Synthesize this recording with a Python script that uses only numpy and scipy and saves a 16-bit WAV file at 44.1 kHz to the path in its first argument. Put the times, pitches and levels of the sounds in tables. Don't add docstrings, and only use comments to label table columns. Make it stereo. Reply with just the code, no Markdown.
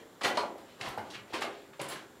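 import sys
import numpy as np
from scipy import signal
from scipy.fft import rfft, irfft
from scipy.io import wavfile
from scipy.ndimage import uniform_filter1d

SR = 44100
rng = np.random.default_rng(int(sys.argv[2]) if len(sys.argv) > 2 else 0)


def elevation(decibels):
    levels = np.asarray(decibels, float)
    return 10 ** (levels / 20)


def master_out(mix):
    frames = np.transpose(np.atleast_2d(mix))
    ceiling = np.clip(frames, -1, 1)
    pcm = np.round(ceiling * 32767).astype(np.int16)
    wavfile.write(sys.argv[1], SR, pcm)


N = 97020
LEAD = 13230


def unit(x):
    return x / np.sqrt(np.mean(x ** 2) + 1e-30)


def on_log(hz, table, col=1):
    table = np.array(table)
    return np.interp(np.log(hz + 1e-9), np.log(table[:, 0]), table[:, int(col)])


def band(x, hz, width_hz):
    hz = min(hz, .45 * SR)
    return signal.lfilter(*signal.iirpeak(hz, hz / width_hz, fs=SR), x)


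def shaped(x, db_of):
    n = x.shape[-1]
    hz = np.arange(n // 2 + 1) * SR / n + 1
    return irfft(rfft(x) * elevation(db_of(hz)), n)


def walk(rate_hz):
    hold = int(SR / rate_hz)
    steps = np.repeat(rng.standard_normal(N // hold + 1), hold)
    return 0.22 * uniform_filter1d(uniform_filter1d(steps, hold), hold)[:N]


def add(out, x, at_s):
    i = LEAD + int(at_s * SR)
    out[i:i + len(x)] += x[:len(out) - i]


def knocks():
    # t/s, level/dB, body f/Hz, crack re body/dB
    knock_list = [(-.1, -35.5, 420, 15.5), (0.2098, -36, 1620, -6), (0.371, -35, 1490, 11),
                  (0.3726, -26, 850, -3), (0.374, -53, 1600, -8), (.378, -35, 940, -15),
                  (0.426, -53, 4000, -3), (.260, -40, 2400, -10), (0.2333, -40, 7300, 12),
                  (.555, -43, 640, -22), (.218, -36.5, 980, -14), (0.581, -46.5, 11300, -17),
                  (0.811, -36, 2630, 5.5), (.875, -43.5, 666, -23), (.887, -29.5, 13300, -31),
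                  (0.9751, -31.5, 587, -23), (0.9744, -35, 14800, -30), (0.98, -37, 1610, -19),
                  (1.28, -57, 2450, 5.5), (1.303, -50.5, 450, -14), (1.3336, -45, 2530, 2),
                  (1.345, -38, 850, -15), (1.408, -36, 9000, -20), (1.4173, -31, 2030, -9),
                  (1.7318, -50, 1800, -16), (1.7939, -34, 530, -5), (1.8142, -27.5, 8650, -9),
                  (1.8142, -25.5, 12000, -19), (1.798, -39.5, 2670, 0), (1.922, -38, 2020, -3)]
    onset_s, contact_s, crack_s = .0012, .004, .0025
    crack_hz, body_width = 3500, .7
    out, t = np.zeros(N + LEAD), np.arange(2048) / SR
    for at_s, db, hz, crack_db in knock_list:
        contact = rng.standard_normal(len(t)) * (1 - np.exp(-t / onset_s))
        body = contact * np.exp(-t / contact_s)
        crack = contact * np.exp(-t / crack_s)
        for _ in range(2):
            body = band(body, hz, body_width * hz)
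            crack = band(crack, crack_hz, 2 * crack_hz)
        body = body / np.abs(body).max()
        crack = crack / np.abs(crack).max()
        add(out, elevation(db) * (body + elevation(crack_db) * crack), at_s)
    return out


def stones():
    # t/s, level/dB, f/Hz, ring/s
    stone_list = [(.2105, -54, 1860, 0.0044), (.217, -50, 920, .004), (.237, -33, 1950, 0.0087),
                  (.246, -31, 3074, 0.012), (.252, -24, 1944, 0.0048), (0.254, -27, 1242, 0.0067),
                  (.263, -37, 890, .005), (.270, -29, 535, 0.0032), (.276, -31, 800, .006),
                  (0.287, -34, 1500, 0.0037), (.310, -26, 530, 0.0036), (.318, -32, 727, 0.0043),
                  (.373, -21, 605, 0.0022), (.3755, -26, 4230, 0.0032), (.378, -23, 975, 0.0062),
                  (0.383, -33, 970, 0.0014), (.395, -35.5, 423, .012), (.431, -35.5, 844, 0.0086),
                  (.440, -28.5, 595, 0.0034), (.555, -42, 645, 0.0045), (.830, -37.5, 740, 0.0075),
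                  (.855, -44, 800, 0.0065), (.873, -40, 1010, 0.0053), (.884, -54, 494, 0.0035),
                  (.9748, -33, 858, 0.0054), (0.9752, -36.5, 518, 0.0045), (0.989, -45, 500, 0.0027),
                  (.991, -49, 920, .004), (.995, -48.5, 2110, 0.0091), (1.010, -37, 667, 0.0036),
                  (1.035, -52, 510, 0.0031), (1.1222, -47, 1950, .002), (1.325, -39, 835, .004),
                  (1.339, -35.5, 960, 0.0075), (1.347, -35, 1046, 0.0025), (1.352, -44, 457, 0.016),
                  (1.362, -41, 930, 0.0053), (1.395, -38, 443, 0.0047), (1.4175, -29.5, 900, .003),
                  (1.421, -28.5, 730, 0.0024), (1.423, -52, 2590, 0.0025), (1.434, -33.5, 1174, 0.0038),
                  (1.442, -27, 615, 0.0021), (1.451, -35, 670, .003), (1.472, -43.5, 396, .03),
                  (1.498, -48, 440, 0.0047), (1.796, -48, 640, 0.0036), (1.814, -40, 392, 0.006),
                  (1.823, -48, 1030, .005), (1.959, -40.5, 1647, .005)]
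    rise_s = 0.00073
    out, t = np.zeros(N + LEAD), np.arange(2048) / SR
    for at_s, db, hz, ring_s in stone_list:
        envelope = (1 - np.exp(-t / rise_s)) * np.exp(-t / ring_s)
        add(out, elevation(db) * np.sin(2 * np.pi * hz * t) * envelope, at_s)
    return out


def grit(events, low_db_oct, high_db_oct):
    grains_per_s, spread_db = 7000, 2.0
    out, t = np.zeros(N + LEAD), np.arange(8192) / SR
    for at_s, rise_s, fall_s, db, hz in events:
        hit, sign, size = rng.random((3, 4, len(t)))
        impulses = (hit < grains_per_s / SR) * np.sign(sign - .5) * elevation(-spread_db * np.log(size + 0.007))
        grains = 0
        for row, size_hz in zip(impulses, (300, 1000, 3300, 11000)):
            grains = grains + shaped(row, lambda f: -6 * np.log2(f / size_hz) ** 2)
        loading = np.sin(np.pi / 2 * t / rise_s) ** 2
        unloading = np.exp(-(np.maximum(t - rise_s, 0) / fall_s) ** 1.205 * 2)
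        load = np.where(t < rise_s, loading, unloading)
        slopes = lambda f: -10 * np.log10((hz / f) ** (low_db_oct / 3) + (f / hz) ** (high_db_oct / 3))
        add(out, elevation(db) * load * unit(shaped(grains, slopes)), at_s)
    return out


def crunches():
    # start t/s, rise/s, fall/s, level/dB, centre f/Hz
    crunch_list = [(.212, 0.0044, 0.027, -37.5, 980), (.234, 0.017, 0.05, -28.5, 1560),
                   (.375, 0.0019, 0.06, -36.5, 1030), (0.568, 0.017, 0.095, -58, 880),
                   (.78, 0.045, 0.0054, -45.5, 920), (.813, 0.052, 0.094, -42.5, 1090),
                   (0.979, 0.005, 0.026, -46, 810), (.45, 0.011, 0.085, -56, 730),
                   (1.0, 0.063, 0.11, -54.5, 350), (1.325, 0.019, 0.06, -37, 1490),
                   (1.418, 0.0032, 0.029, -33.5, 2140), (1.798, 0.0072, 0.13, -44, 970),
                   (1.859, 0.053, 0.12, -45.5, 2100)]
    return grit(crunch_list, low_db_oct=1, high_db_oct=5.5)


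def scuffs():
    # start t/s, rise/s, fall/s, level/dB, centre f/Hz
    scuff_list = [(.234, 0.0063, 0.018, -36.5, 4500), (.98, 0.0061, 0.03, -68, 1100),
                  (1.47, 0.012, 0.057, -49, 460), (1.796, 0.019, 0.059, -47, 360),
                  (1.1, 0.0039, 0.052, -48, 4600), (1.121, 0.033, 0.025, -44.5, 2100),
                  (1.27, 0.053, 0.099, -58.5, 2500), (1.73, 0.0047, 0.052, -59, 1700),
                  (2.4, 0.045, 0.049, -62, 1800), (1.49, 0.042, 0.17, -59.5, 2540),
                  (.64, 0.059, 0.15, -64, 2600), (.34, .015, 0.038, -48.5, 3900),
                  (1.40, 0.013, 0.028, -46, 2800), (.812, 0.0052, .05, -47, 4900),
                  (1.905, 0.014, .03, -50, 3200)]
    return grit(scuff_list, low_db_oct=10, high_db_oct=9)


def footsteps():
    # f/Hz, gain/dB
    reach = [(60, -28), (170, -4), (300, 5), (1500, 3.5), (4500, 1.5), (6000, -2.5), (11000, -8.5),
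             (15500, -19)]
    return shaped(knocks() + stones() + crunches() + scuffs(), lambda f: on_log(f, reach))


def thuds():
    # t/s, level/dB, f/Hz
    load_list = [(.24, -50, 106), (.375, -54.5, 99), (0.808, -47.5, 122), (0.862, -54, 60),
                 (0.871, -48.5, 127), (.985, -47, 210), (1.02, -48, 302), (.44, -47.5, 193),
                 (.50, -47.5, 331), (.83, -52, 230), (0.976, -47, 109), (1.152, -53, 113), (1.326, -54, 94),
                 (1.422, -56, 134), (1.798, -46.5, 139.7)]
    swing_s = .008
    out, t = np.zeros(N + LEAD), np.arange(8192) / SR
    for at_s, db, hz in load_list:
        envelope = t / swing_s * np.exp(1 - t / swing_s)
        add(out, elevation(db) * np.sin(2 * np.pi * hz * t) * envelope, at_s)
    return out


def chinks():
    # t/s, level/dB
    touches = [
        (1.8862, -53),
        (1.8935, -55),
        (1.900, -56),
        (1.916, -60),
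    ]
    # f/Hz, t60/s, then level in each of the four touches/dB
    metal = [(7000, 0.065, -6, -3, -2, -9), (7456, 0.21, 1, -9, -9, 1), (8096, 0.1, -6, -9, -1, -6),
             (9450, .08, 1, -14, -13, -11), (9792, 0.12, 1, -1, -17, 4), (10900, 0.14, -20, 3, -6, -3),
             (11500, 0.08, -6, -8, -9, -9), (12280, .13, -20, -20, -1, -2), (13570, .06, -20, -17, -10, -9),
             (13950, 0.054, -20, -4, 4, -7), (14700, .06, -1, -6, -9, -10), (15500, .04, -9, -12, -8, -15)]
    rattle_hz, rattle_share = 160, 1.2
    out, t = np.zeros(N + LEAD), np.arange(8192) / SR
    for k, (at_s, db) in enumerate(touches):
        noise = rng.standard_normal((len(metal), len(t)))
        rattle = 1 + rattle_share * unit(uniform_filter1d(noise, int(SR / rattle_hz / 2), axis=1))
        ring = np.zeros(len(t))
        for mode, ragged in zip(metal, rattle):
            hz, t60_s, mode_db = mode[0], mode[1], mode[2 + k]
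            ring += elevation(mode_db) * np.sin(2 * np.pi * hz * t) * ragged * 1000 ** (-t / t60_s)
        add(out, elevation(db) * ring, at_s)
    return out


def tunnel(dry):
    # f/Hz, t60/s, side re mid/dB
    decay = [(60, 0.35, 0), (150, 0.9, 0.5), (350, 0.71, -9.5), (800, 0.4, -6), (1800, 0.36, -6.5),
             (4170, 0.19, -12), (8300, 0.24, -26), (14300, 0.18, -0.5)]
    # f/Hz, level/dB, t60/s
    across = [(239, -60, .4), (392, -64, .4)]
    places_s = [-.3, .2, .235, .258, .28, .365, .40, .77, .84, .88, .97, 1.09, 1.26, 1.342, 1.41, 1.44, 1.7,
                1.81, 1.88, 1.91, 3]
    direct_db, echo_db, early_db = 0, -1.5, -10.5
    early_s, build_s = 0.0061, 0.013
    t = np.arange(32768) / SR
    noise = rng.standard_normal((len(places_s) - 1, 2, len(t)))
    echo = np.zeros(noise.shape)
    for hz in 40 * 2 ** np.arange(0, 9, .5):
        octaves = lambda f: np.clip(np.log2(f / hz), -.5, .5)
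        part = shaped(noise, lambda f: 20 * np.log10(np.cos(np.pi * octaves(f)) + 1e-5))
        t60_s = on_log(hz, decay)
        tail = 1000 ** (-t / t60_s) * np.sqrt(14 / t60_s / SR) * elevation(echo_db)
        early = np.exp(-t / early_s) * np.sqrt(2 / early_s / SR) * elevation(early_db)
        fade = (tail + early) * (1 - np.exp(-t / build_s))
        echo += part * fade * np.array([[1], [elevation(on_log(hz, decay, col=2))]])
    for hz, db, t60_s in across:
        echo[:, 0] += elevation(db) * np.sin(2 * np.pi * hz * t) * 1000 ** (-t / t60_s)
    echo[:, 0, 0] += elevation(direct_db)
    time_s = (np.arange(len(dry)) - LEAD) / SR
    place = np.searchsorted(places_s, time_s, side="right") - 1
    parts = dry * (place == np.arange(len(echo))[:, None])
    return signal.fftconvolve(parts[:, None], echo, axes=2).sum(axis=0)[:, LEAD:LEAD + N]


def air():
    # f/Hz, level per Hz/dB
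    air_mid = [(18, -35), (30, -13.5), (226, -1.5), (344, 0.5), (1940, -12), (2660, -20.5), (3540, -16),
               (4610, -22), (15800, -29.5)]
    # f/Hz, side re mid/dB
    air_side = [(60, 9), (110, 7), (200, 6), (380, -0.5), (700, -2.5), (1290, -7), (2380, -11.5),
                (4400, -14), (8120, -13), (15000, -8)]
    # f/Hz, width/Hz, level/dB
    whine = [(7270, 260, -73.5), (11900, 460, -81), (2950, 180, -80.5)]
    level_db = -56
    noise = rng.standard_normal((2, N))
    mid = shaped(noise[0], lambda f: on_log(f, air_mid))
    side = shaped(noise[1], lambda f: on_log(f, air_mid) + on_log(f, air_side))
    out = np.array([mid, side]) * elevation(level_db + 0.32 * walk(6.6)) / np.std(mid)
    for hz, width_hz, db in whine:
        out[0] += elevation(db + walk(11.0)) * unit(band(rng.standard_normal(N), hz, width_hz))
    return out


def scene():
    mid, side = tunnel(footsteps() + thuds() + chinks()) + air()
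    return np.array([mid + side, mid - side])


def band_limit(x):
    return signal.sosfilt(signal.butter(12, 15830, fs=SR, output="sos"), x)


def record(dry):
    low_cut_hz, top_hz = 45, 15750
    low_cut = signal.butter(2, low_cut_hz, "high", fs=SR, output="sos")
    top_cut = signal.ellip(8, .2, 70, top_hz, fs=SR, output="sos")
    mix = signal.sosfilt(top_cut, signal.sosfilt(low_cut, dry))
    return band_limit(mix)


dry = scene()
out = record(dry)
master_out(out)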